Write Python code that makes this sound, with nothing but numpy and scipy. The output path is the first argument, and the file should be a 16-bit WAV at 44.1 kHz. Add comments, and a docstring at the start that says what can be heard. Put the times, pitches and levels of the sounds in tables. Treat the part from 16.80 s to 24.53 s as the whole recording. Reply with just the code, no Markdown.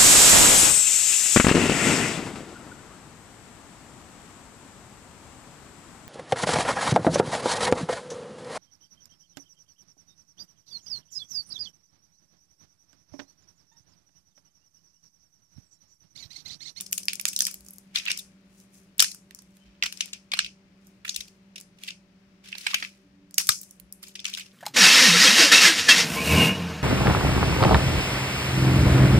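"""Crisp fried chips are snapped by hand and dropped on a plate, close to a two-port phone in a small room.
Every crack is a burst of tiny fractures ringing the thin flake. Crumbs and fingers rustle as coloured
noise with grains, strewn with small chance cracks. The room answers with a short tail of dying noise bands.
Low sine bumps come through the table and faint tones from further off, over an appliance hum of tones
and narrow noise bands and a soft air noise."""
import sys
import numpy as np
from scipy import signal
from scipy.fft import rfft, irfft, next_fast_len
from scipy.io import wavfile
from scipy.ndimage import uniform_filter1d

SR = 44100
rng = np.random.default_rng(int(sys.argv[2]) if len(sys.argv) > 2 else 0)


def persist_wave(psi):
    """Save psi, clipped to +-1, as 16-bit WAV."""
    counts = np.round(np.clip(psi, -1, 1) * 32767).astype(np.int16)
    wavfile.write(sys.argv[1], SR, np.atleast_2d(counts).T)


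N = 340848

# crumbs and fingers rustling: [peak t/s, level before colouring/dB, rise over 20 dB/s, fall over 20 dB/s,
# brightness/dB]; a negative fall cuts the hiss off before its peak, or leaves only the chance cracks
RUSTLES = [(0, -57, 0.0037, -0.41, -2), (.14, -54, .005, -0.44, 2.5), (0.461, -55.5, 0.003, 0.4, 9),
           (.575, -54.5, 0.0054, -0.15, -5), (0.902, -68.5, .12, .1, 6.5), (1.0, -62, .08, -0.04, 10.5),
           (1.155, -33.5, 0.0083, 0.05, -5), (1.308, -48, 0.13, 0.1, -8.5), (1.4, -56, .05, -0.08, 16.5),
           (2.196, -38.5, .01, 0.087, -4.5), (2.26, -48, .05, -0.08, 1.5), (3.05, -59.5, .03, 0.33, 3),
           (3.2, -56, .1, 0.15, -4.5), (4.265, -49.5, 0.0079, 0.22, 0.5),
           (4.76, -51.5, 0.0055, -0.24, -6.5), (5.02, -56.5, .04, 0.1, -3), (5.092, -47, .05, -0.0049, -3),
           (5.645, -54.5, 0.012, 0.34, -5), (5.697, -44.5, 0.027, -0.01, -6),
           (5.749, -43.5, .02, -0.0722, -15), (5.78, -54, 0.018, 0.28, 1.5),
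           (5.877, -44, .05, 0.1562, -6.5), (6.015, -49.5, .15, 0.09, -1.5),
           (6.581, -37, 0.0055, 0.0735, 5), (6.69, -47.5, .05, 0.17, 10), (6.9, -72, .1, -0.1, 10),
           (7.24, -55.5, .03, .11, 2.5), (7.36, -56, .05, -0.4, -7), (7.471, -48.5, .03, 0.25, -3),
           (7.57, -45, .05, -0.14, -8.5), (7.62, -54, .1, -1.2, 1.5)]


def undb(db):
    """Gain of a level in dB."""
    return 10 ** (np.asarray(db) / 20)


def on_log(hz, table):
    """Read (Hz, value) rows on a log-frequency axis."""
    f, v = np.transpose(table)
    return np.interp(np.log(hz + 1), np.log(f), v)


def colour(x, gain):
    """Filter the last axis by a gain that is a function of frequency."""
    size = next_fast_len(x.shape[-1])
    hz = np.arange(size // 2 + 1) * SR / size
    return irfft(rfft(x, size) * gain(hz), size)[..., :x.shape[-1]]


def level(x, db):
    """Scale to an rms level."""
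    return x * undb(db) / np.sqrt(np.mean(x ** 2))


def walk(rate):
    """Slow random wander, spread near 1, from fresh values drawn `rate` times a second."""
    k = int(SR / rate)
    steps = np.repeat(rng.standard_normal(N // k + 1), k)
    return 1.3 * uniform_filter1d(uniform_filter1d(steps, k), k)[:N]


def air():
    """Soft room noise, shared by the ports in the bass and unrelated in the treble, swelling a little."""
    # spectrum of the air before its overall level is set: [f/Hz, density/dB per Hz]
    air_colour = [(20, -20), (60, -15.5), (130, -12.5), (300, -8), (450, -16), (900, -20.5), (1500, -20.5),
                  (2500, -21), (3500, -27), (5500, -28.5), (7500, -37), (12000, -45), (16000, -45.5)]
    # side balance of the air: [f/Hz, left minus right level/dB]
    air_pan = [(60, 9), (110, 7.5), (200, 7), (380, -2.5), (700, 2.5), (1290, 0), (2380, 6.5), (4400, 9.5),
               (8120, 7.5), (15000, 3.5)]
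    air_db, alike_hz = -63.5, 675
    shared, own = rng.standard_normal(N), rng.standard_normal((2, N))
    shared_power = lambda hz: .9 / (1 + (hz / alike_hz) ** 4)
    x = colour(shared, lambda hz: np.sqrt(shared_power(hz)))
    x = x + colour(own, lambda hz: np.sqrt(1 - shared_power(hz)))
    x = colour(x, lambda hz: undb(on_log(hz, air_colour) + np.outer([.5, -.5], on_log(hz, air_pan))))
    return level(x, air_db) * undb(.8 * walk(3))


def hum():
    """An appliance: a wavering tone with its multiples among narrow noise bands, the same at both ports."""
    # narrow noise bands of the appliance: [f/Hz, rms level/dB, half width at -6 dB/Hz]
    hum_bands = [(61.3, -75, 11), (91.4, -81.5, 7), (121.1, -73, 21), (177.4, -65, 6.4), (193.6, -70.5, 6),
                 (313, -82.5, 59), (383.2, -75.5, 5), (585.6, -87, 27)]
    tone_hz, tone_db = 194.5, [-60.5, -80, -77]  # levels of multiples 1, 2, 3, before their wavering
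    out = 0
    for hz0, db, width_hz in hum_bands:
        band = colour(rng.standard_normal(N), lambda hz: 1 / (1 + ((hz - hz0) / width_hz) ** 2))
        out = out + level(band, db)
    phase = 2 * np.pi * tone_hz * np.arange(N) / SR + 0.13 * walk(3.1)
    for k, db in enumerate(tone_db):
        out = out + level(np.sin((k + 1) * phase), db) * undb(0.49 * walk(21.0))
    return out


def blips(table):
    """Sine bursts under a bell-shaped envelope."""
    t, out = np.arange(N) / SR, 0
    for s, db, hz, ms, pan_db in table:
        tone = np.exp(-((t - s) * 1000 / ms) ** 2) * np.sin(2 * np.pi * hz * (t - s))
        out = out + np.outer(undb([db + pan_db / 2, db - pan_db / 2]), tone)
    return out


def faint_tones():
    """Short tones from further off, each a sine that swells and fades once."""
    # distant tones: [centre t/s, envelope peak/dB, f/Hz, time from centre to 1/e/ms, left minus right level/dB]
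    far_tones = [(2.825, -66.5, 3070, 20, 14.5), (2.875, -66.5, 3120, 14, 1.5), (6.03, -58, 282, 18, -3),
                 (6.26, -56, 292.5, 14.7, -1), (6.42, -58, 288.4, 115, -2.5)]
    return blips(far_tones)


def table_bumps():
    """Low bumps through the table, each a deep sine that swells and fades once."""
    # table bumps: [centre t/s, envelope peak/dB, f/Hz, time from centre to 1/e/ms, left minus right level/dB]
    bumps = [(.83, -58, 59, 47, 0), (1.165, -59.5, 57, 40, -9), (1.31, -64.5, 59, 24, 11),
             (2.235, -50.5, 60, 12, -12), (2.89, -55.5, 55, 35, -3), (3.06, -56.5, 64, 21, 0.5),
             (3.66, -62, 62, 36, 6.5), (4.395, -54, 57, 17, 1.5), (6.7, -47.5, 90, 3.4, -40.5),
             (7.05, -57.5, 60, 40, 7)]
    return blips(bumps)


def room(x, size=22050):
    """Diffuse tail: bands of noise that die at their own rate, full only after the first walls are reached."""
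    # decaying bands of the room: [centre f/Hz, time to fall 60 dB/s, relative level/dB]
    room_bands = [(650, 0.1, -24.5), (1400, 0.13, -19), (2770, 0.15, -20.5), (5550, 0.22, -25.5),
                  (8700, 0.27, -20.5), (13500, 0.058, -25)]
    # bands the phone's ports favour in sound from all sides: [f/Hz, gain/dB]
    diffuse = [(1800, 1), (2400, 5), (3000, -1.6), (4500, 3), (5300, 6), (6500, 1), (7500, -2.5),
               (10000, -2)]
    wall_gap_ms, near_scatter = 11, .45  # first wall echo; share scattered earlier by plate and table
    t, tail = np.arange(size) / SR, 0
    early = np.interp(t * 1000 / wall_gap_ms, [.2, .4, .9, 1.1], [0, near_scatter, near_scatter, 1])
    # single echoes stand out at first and melt together later
    echo_levels = np.repeat(rng.standard_normal((2, size // 90)), 90, axis=1)
    patchy = undb(3 * np.exp(-t / .08) * echo_levels)
    for hz0, t60, db in room_bands:
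        noise = rng.standard_normal((2, size))
        band = colour(noise, lambda hz: np.exp(-(np.log2((hz + 1) / hz0) / .5) ** 2))
        tail = tail + undb(db) * band * undb(-60 * t / t60)
    tail = tail * early * patchy / np.sqrt(0.021 * SR) * 6.2
    tail = colour(tail, lambda hz: undb(on_log(hz, diffuse)))
    return signal.fftconvolve(x, tail, axes=1)[:, :N]


def swell(t, s, db, rise_s, fall_s):
    """Level of one rustle: 20 dB up to its peak, then 20 dB down, and on at the same rates."""
    rising = (s - t) / np.maximum(rise_s, 1e-3)
    falling = (t - s) / np.maximum(fall_s, 1e-3)
    return db - 20 * np.where(t < s, rising, falling)


def rustle():
    """Grainy hiss of crumbs and sliding fingers, grainiest where quiet and smoother where loud; brightness
    blends a duller and a brighter half."""
    # fingers sliding with nothing breaking: [peak t/s, level before colouring/dB, rise over 20 dB/s,
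    # fall over 20 dB/s, brightness/dB]
    slides = [(1.75, -71.5, .15, .1, 5), (1.805, -63, .06, .06, 8), (1.95, -60.5, .04, .14, 6),
              (2.6, -71.5, .3, .2, 2.5), (2.76, -72, .1, .1, 5), (2.86, -74, .1, .3, -10.5),
              (4.08, -70.5, .1, .12, 6)]
    # grains against smooth hiss, grainiest when quiet: [rustle level/dB, grain share/0-1]
    grain_share = [(-71, 1), (-57, .6)]
    grains_per_s, grain_spread_db = 700, 3.
    t = np.arange(N) / SR
    gain, low, high = np.zeros((3, N))
    for s, db, rise_s, fall_s, bright_db in RUSTLES + slides:
        a, b = (int(np.clip(v * SR, 0, N)) for v in (s - 3 * rise_s, s + 3 * fall_s))
        part = undb(swell(t[a:b], s, db, rise_s, fall_s))
        gain[a:b] += part
        low[a:b] += part * undb(-bright_db)
        high[a:b] += part * undb(bright_db)
    grain = np.clip(np.interp(20 * np.log10(gain + 1e-9), *np.transpose(grain_share)), 0, 1)
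    hits = (rng.random(N) < grains_per_s / SR) * undb(grain_spread_db * rng.exponential(size=N))
    density = grain * level(uniform_filter1d(hits, 40), 0) + 1.5 - grain
    patter = density * rng.standard_normal((2, N))
    white = level(patter, 0)
    dull_colour = [(600, -19.5), (1400, -2.0), (2500, 8), (5500, 0.0), (8000, -16.5), (16000, -29.5)]
    bright_colour = [(2500, -26.0), (4000, -13.5), (6000, 3), (10000, 1.5), (16000, -9)]
    dull = colour(white, lambda hz: undb(on_log(hz, dull_colour)))
    bright = colour(white, lambda hz: undb(on_log(hz, bright_colour)))
    return uniform_filter1d(low, size=150) * dull + uniform_filter1d(high, size=150) * bright


def splinters(count=7):
    """Rows like the cracks: a few small chance cracks in each rustle, following its level and colour."""
    above_rustle_db, peak_spread_db = 12, 4
    # thud, body and sizzle re the snap at brightness 0; change per dB of brightness; scatter
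    band_db, tilt, scatter_db = (-21.5, -3, -6), (0.19, -1.3, 1.1), 4
    pan_spread_db, typical_tear_ms = 5, 2.8
    s, db, rise_s, fall_s, bright_db = np.transpose(RUSTLES)[..., None]
    place, chance = rng.random((len(s), count)), rng.standard_normal((len(s), 6, count))
    at = np.clip(s - rise_s + place * (rise_s + fall_s), 0, N / SR)
    peak_db = swell(at, s, db, rise_s, fall_s) + above_rustle_db + peak_spread_db * chance[:, 0]
    colours = [band_db[k] + tilt[k] * bright_db + scatter_db * chance[:, k + 1] for k in range(3)]
    pan_db = pan_spread_db * chance[:, 4]
    tear_ms = typical_tear_ms * undb(4 * chance[:, 5])
    return np.stack([at, peak_db, *colours, pan_db, tear_ms], -1).reshape(place.size, -1)


def cracks(size=1024):
    """Each crack: fractures of uneven size over a few ms, through the resonances of that flake.
    Returns the sound at the ports and the smoother sum of all directions that fills the room."""
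    # short crackling bursts: snaps, drops, small ticks and a few early echoes:
    # [t/s, short-term rms peak/dB, thud under 1.8 kHz/dB, body 2-4 kHz/dB, sizzle over 8 kHz/dB
    # (all three re the 4-8 kHz snap), left minus right level/dB, tearing time/ms]
    crack_rows = [(.0083, -23.5, -24, -13, 1, -3.5, 0.85), (.017, -33, -16, -19, 7, -5, 0.42),
                  (.062, -36, -36, -18, -11, 2, 2.4), (.1124, -37, -13, -11, 23, -12, 0.56),
                  (.1231, -30, -21, -14, 7, 11, 1.1), (.1288, -12, -23, -12.5, 6.5, -5, 0.29),
                  (.1775, -25.5, -29, -21, -2, 11, 0.88), (.1813, -17.5, -25, -2.5, 6, -4.5, 0.11),
                  (.2307, -35.5, -39, -29, -17, -4, 1.7), (.2548, -33, -32, -39, 10, -5, 0.32),
                  (.283, -12.5, -26, 2, -12.5, -0.5, 0.37), (.3316, -23, -22.5, 1, 3, -2, 1.35),
                  (.3542, -33.5, -31, -32, -2, 16, .79), (.396, -27.5, -30, -6, -11, -13.5, 1.5),
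                  (.412, -28.5, -29, -14, 7, 12, 0.74), (.4534, -12, -16, -5.5, -5, -5, 0.76),
                  (.4649, -39, -22, -8, 6, 6, 1.8), (.4773, -24, -37, -24, -7, -7, 4.1),
                  (.484, -20, -42, -22, -7, -3, 2.3), (.53, -30.5, -31, -2, -1, 0, 2),
                  (.562, -16.5, -66, -26, -15, -3, 1.3), (.5899, -18, -42, -8, 0, -5, 0.66),
                  (.6059, -8, -38, -21.5, -19, -6.5, 0.27), (.618, -18, -22.5, -15, 7, -4, 2.6),
                  (.6433, -33, -23, -18, 2, -1, 0.69), (.6519, -17, -42, -24, -10, -3, 0.17),
                  (.6664, -18.5, -23, -1.5, -1, -3, 2.1), (.6793, -37, -5, -15, -3, -8, 3.3),
                  (.711, -33, -13, -24, 4, -1, 1.4), (.7414, -29, -17, -13, 5.5, -2, 1.04),
                  (.8064, -44, -10, -15, 9, 1, .5), (.849, -48, -6, -12, 9, -5, 0.74),
                  (.8636, -46, -17, -25, -2, -15, 0.67), (.8848, -36, -24, -42, 1.5, -1, .44),
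                  (.907, -34.5, -22, -21, 27, 1, 0.39), (.9325, -42, -21, -29, 9.5, -3, 2.3),
                  (.9836, -34, -15, -31, 8, 3, 0.3), (1.1568, -16.5, -20.5, 10.5, -26.5, 6, 1.8),
                  (1.1967, -32, -17, 21, -12, 10, 2.4), (1.2527, -32, -16, -3, -11, 0, 2.1),
                  (1.2617, -23.5, -4, 31, -19, 5, 2), (1.2707, -26, -9, 11, -18, 1, 4.9),
                  (1.2781, -22.5, -11, 18, -9, -8, 4.7), (1.2957, -22, -11, 10, -11, 3, 9.1),
                  (1.314, -18, -26.5, -6.5, -16, -3.5, 1.94), (1.3732, -27.5, -33, -20, -1, 1, 1.5),
                  (1.3858, -31.5, -43, -8.5, -3.5, -0.5, 5.4), (2.181, -29.5, -24.5, -13.5, 15, 2.5, 0.46),
                  (2.1944, -7.5, -31, -5, -15, -2, 0.85), (2.2011, -4.5, -22.5, -20, -11, -3.5, 1.7),
                  (2.2223, -10.5, -14.5, -5, -1.5, 3.5, 2), (2.243, -21, -20, -1, -12, -13, 1.7),
                  (2.3135, -32.5, -30, -18, -7, -2, 2.3), (2.3461, -36, -18, -14, 5, -0.5, 0.8),
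                  (2.5081, -42.5, -8.5, 3, -7, -9, 1.07), (2.5475, -33.5, -26, -37.5, -2.5, 2, 0.36),
                  (2.5879, -44, -25, -29, -17, -13.5, 1.9), (2.6206, -48, -14.5, -8.5, 6.5, -4, 0.81),
                  (2.7684, -52, -18, -11, 0, -6.5, 1.04), (3.0234, -15.5, -8.5, 12.5, -21.5, -2.5, 2.33),
                  (3.0337, -20, -16, -7.5, -22.5, -5.5, 3.3), (3.0566, -23, -12, 4.5, -10.5, -2, 4.5),
                  (3.124, -29, -19, -3, -2.5, 5, 1.7), (3.172, -39, -32, -13, -13, 7, 1.3),
                  (3.2059, -16.5, -29.5, 3.5, -13.5, 0, 2.54), (3.2575, -40, -18, -10, 3, 17, 0.92),
                  (3.3302, -28, -22.5, 2.5, -14.5, 2.5, 3.1), (3.516, -23, -12, 8, -12.5, 3.5, 3.1),
                  (3.5341, -18, -7.5, 12, -6, -0.5, 3.1), (3.566, -34.5, -3, -1, -8, 3, 7.4),
                  (3.5894, -10, -20.5, 2, -25, -3, 1.67), (3.6445, -25, -23, 13, -10, 1, 2.2),
                  (3.6596, -33, -33.5, 9, -13, -1, 3.3), (4.0696, -46, -15, -19, 5, -6.5, 0.29),
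                  (4.247, -29.5, -6.5, 14, -0.5, 0, 3.8), (4.2769, -30.5, -18.5, 1, -12, -3, 3.6),
                  (4.2913, -19, -41, -11.5, -20, -2, 2.1), (4.3414, -34.5, -28, -11, -19, 4, 4),
                  (4.36, -21.5, -39.5, 1, -3, 2.5, 2.4), (4.4037, -30, -32, -4.5, -15, 4, 3.6),
                  (4.7569, -34.5, -19.5, 3, -12, -2.5, 3.5), (4.778, -37.5, -18.5, -1, -11.5, -0.5, 3.4),
                  (4.8005, -40, -25, -15, 0, -1, 1), (4.8108, -36.5, -21, -15, 0, -4, .5),
                  (5.035, -29.5, -31, 5.5, -3.5, -1.5, 1.23), (5.0784, -29, -16, 13, -25, -2, 4.8),
                  (5.104, -31.5, -25.5, 0.5, -18, 4, 2.08), (5.7263, -26, -5.5, 24.5, -9, 0, 1.6),
                  (5.7502, -34, -9, 7, -9, -11, 2.1), (5.781, -31, -26, -10, -5, -9, 1.9),
                  (5.865, -16.5, -4, 14.5, -15, -4, 3), (5.9064, -35, -1, 21, -10, 10, 3.3),
                  (5.9315, -35, 15, 15, -17, -9, 3.5), (5.9421, -13, -7, 16.5, -4, 5, 2.74),
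                  (6.0238, -22, -1, 9, -20, 2, 3.2), (6.047, -26, -13, 4.5, -25, 7.5, 1.47),
                  (6.509, -45.5, -18.5, -19, -2, -4, .7), (6.5421, -31.5, -44, -23.5, -3, -9.5, .56),
                  (6.5807, -8, -19.5, -9.5, -4, -5, 1.5), (6.592, -33, -24, -30, -5, 3, 2.5),
                  (6.6698, -23.5, -23, -14, 5, -2, .55), (6.6892, -5, -14.5, -16, -10, -0.5, 2.2),
                  (6.7167, -30, -51, -9, -23, 12, 2.5), (6.813, -30.5, -34, -20, 18, -4, 1.7),
                  (6.83, -38, -26.5, -15.5, 0, -2, 2.1), (6.9085, -39, -23.5, -30.5, 5, -6.5, 1.5),
                  (6.9983, -42.5, -20.5, -10.5, 13.5, -19, 0.91), (7.1241, -29, -20.5, -24.5, 18, 1.5, 0.9),
                  (7.2267, -37.5, -4, -4, 8.5, -7.5, 3.3), (7.2807, -43, -16, -13, -4, -11.5, 2.6),
                  (7.352, -31.5, -24, 3, -12, -1, 4.1), (7.3911, -33, -24, -1, -34, 0, 2.7),
                  (7.4008, -33.5, -35.5, -6, -19, -4, 0.87), (7.443, -32, -22, -1, -10, 4, 2.1),
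                  (7.4517, -19.5, -28.5, 3, -19, 3.5, 2.3), (7.4636, -28.5, -18, -1, -10, 0, 1.15),
                  (7.477, -32.5, -16, -5, -14, 0, 4.4), (7.4977, -35, -26, -2, -3, 0, 1.9),
                  (7.5369, -25.5, -45, -3.5, -16, 3, 1.75), (7.5485, -25.5, -24, -1, -8, 3, 0.88),
                  (7.57, -31, -16, -4, -10.5, -1, 4.3), (7.58, -33, -16, -1, -10, -1, 4),
                  (7.5934, -34, -23, -1, -6, -3, 3.8), (7.603, -36, -33, 9, -4, 0, 3.8)]
    # colour points of a burst, one row: [sub, foot, thud, body, snap, sizzle, top f/Hz]
    crack_hz = [200, 600, 1200, 2700, 5600, 11500, 16000]
    foot_db, top_db = -11, -6.5  # foot below the thud, top below the sizzle
    ripple_db, mode_hz = 5, 850  # depth and width of each flake's own resonances
    left_lag_ms, lag_spread_ms, alike = .3, .15, 0.94  # alike: correlation of the two ports' noise
    s, peak_db, thud_db, body_db, sizzle_db, pan_db, tear_ms = np.r_[crack_rows, splinters()].T
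    t, hz = np.arange(size) / SR, np.arange(size // 2 + 1) * SR / size
    chance = rng.standard_normal((len(s), 7, size))

    # the fractures crowd together about one tearing time after the start
    tear = np.clip(tear_ms, .2, 8)[:, None] / 1000
    shape = (t / tear) ** 2 * np.exp(-t / (0.49 * tear)) * undb(3.25 * chance[:, 0])
    right = alike * chance[:, 1] + np.sqrt(1 - alike ** 2) * chance[:, 2]
    noise = np.stack([chance[:, 1], right, chance[:, 6]])  # left, right, all directions
    spec = rfft(noise * shape)
    # the broad colour comes from the flake, not from the order of the fractures
    spec[:2] /= np.sqrt(uniform_filter1d(abs(spec[:2]) ** 2, size=24, axis=2))
    spec[2] *= np.sqrt(np.mean(abs(spec[2]) ** 2, 1))[:, None] / (abs(spec[2]) + 1e-9)

    # levels are per band, so each octave up gets 3 dB less per Hz
    knots = np.stack([thud_db + 3 * foot_db, thud_db + foot_db, thud_db, body_db - 3, 0 * s - 6,
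                      sizzle_db - 9, sizzle_db - 9 + top_db], 1)
    db = np.array([on_log(hz, np.c_[crack_hz, k]) for k in knots])
    bins = max(int(mode_hz * size / SR), 1)
    ripple = uniform_filter1d(chance[:, 3:6, :len(hz)], bins, axis=2) * np.sqrt(bins) * ripple_db
    ripple[:, 2] = 0  # resonances smooth out over all directions
    # fold the cepstrum so that the flake rings after the fracture, never before
    ceps = irfft((db + ripple.transpose(1, 0, 2)) * np.log(10) / 20, size)
    ceps[..., 1:size // 2] *= 2
    ceps[..., size // 2 + 1:] = 0
    burst = irfft(spec * np.exp(rfft(ceps)), size)

    # match the ports' energy to the sum of directions, then set the peak of a 50-sample rms
    burst[:2] *= np.sqrt((burst[2] ** 2).sum(1) / (burst[:2] ** 2).sum(2))[..., None]
    power = uniform_filter1d((burst[:2] ** 2).mean(0), 50, axis=1)
    burst *= (undb(peak_db) / np.sqrt(power.max(1)))[:, None]

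    lag = np.outer([1, 0, 0], left_lag_ms + lag_spread_ms * chance[:, 5, -1]) / 1000
    out = np.zeros((3, N + 2 * size))
    for ch, side in enumerate((1, -1, 0)):
        at = np.maximum(((s + lag[ch]) * SR).astype(int), 0)[:, None] + np.arange(size)
        np.add.at(out[ch], at, burst[ch] * undb(side * pan_db / 2)[:, None])
    return out[:2, :N], out[2:, :N]


def scene():
    """Hands and chips near the ports, their tail in the room, and the background."""
    # side balance of the phone's ports for the near sounds and their tail: [f/Hz, left minus right level/dB]
    ports = [(300, -4), (700, 1.5), (1300, -7), (2400, -5), (4400, 6.5), (8000, 2.5), (14000, 0)]
    bursts, spread = cracks()
    crumbs = rustle()
    chips = bursts + crumbs + room(spread + crumbs)
    near = colour(chips, lambda hz: undb(np.outer([.5, -.5], on_log(hz, ports))))
    return near + table_bumps() + faint_tones() + hum() + air()


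def record(dry):
    """The phone rounds the loudest bursts, bending peaks above 0.5 towards 0.9, and cuts the top."""
    top_hz = 15700
    loud = np.clip(abs(dry) - .5, 0, None)
    soft = dry - np.sign(dry) * (loud - .4 * np.tanh(loud / .4))
    return signal.sosfilt(signal.ellip(10, .2, 90, top_hz, fs=SR, output="sos"), soft)


dry = scene()
out = record(dry)
persist_wave(out)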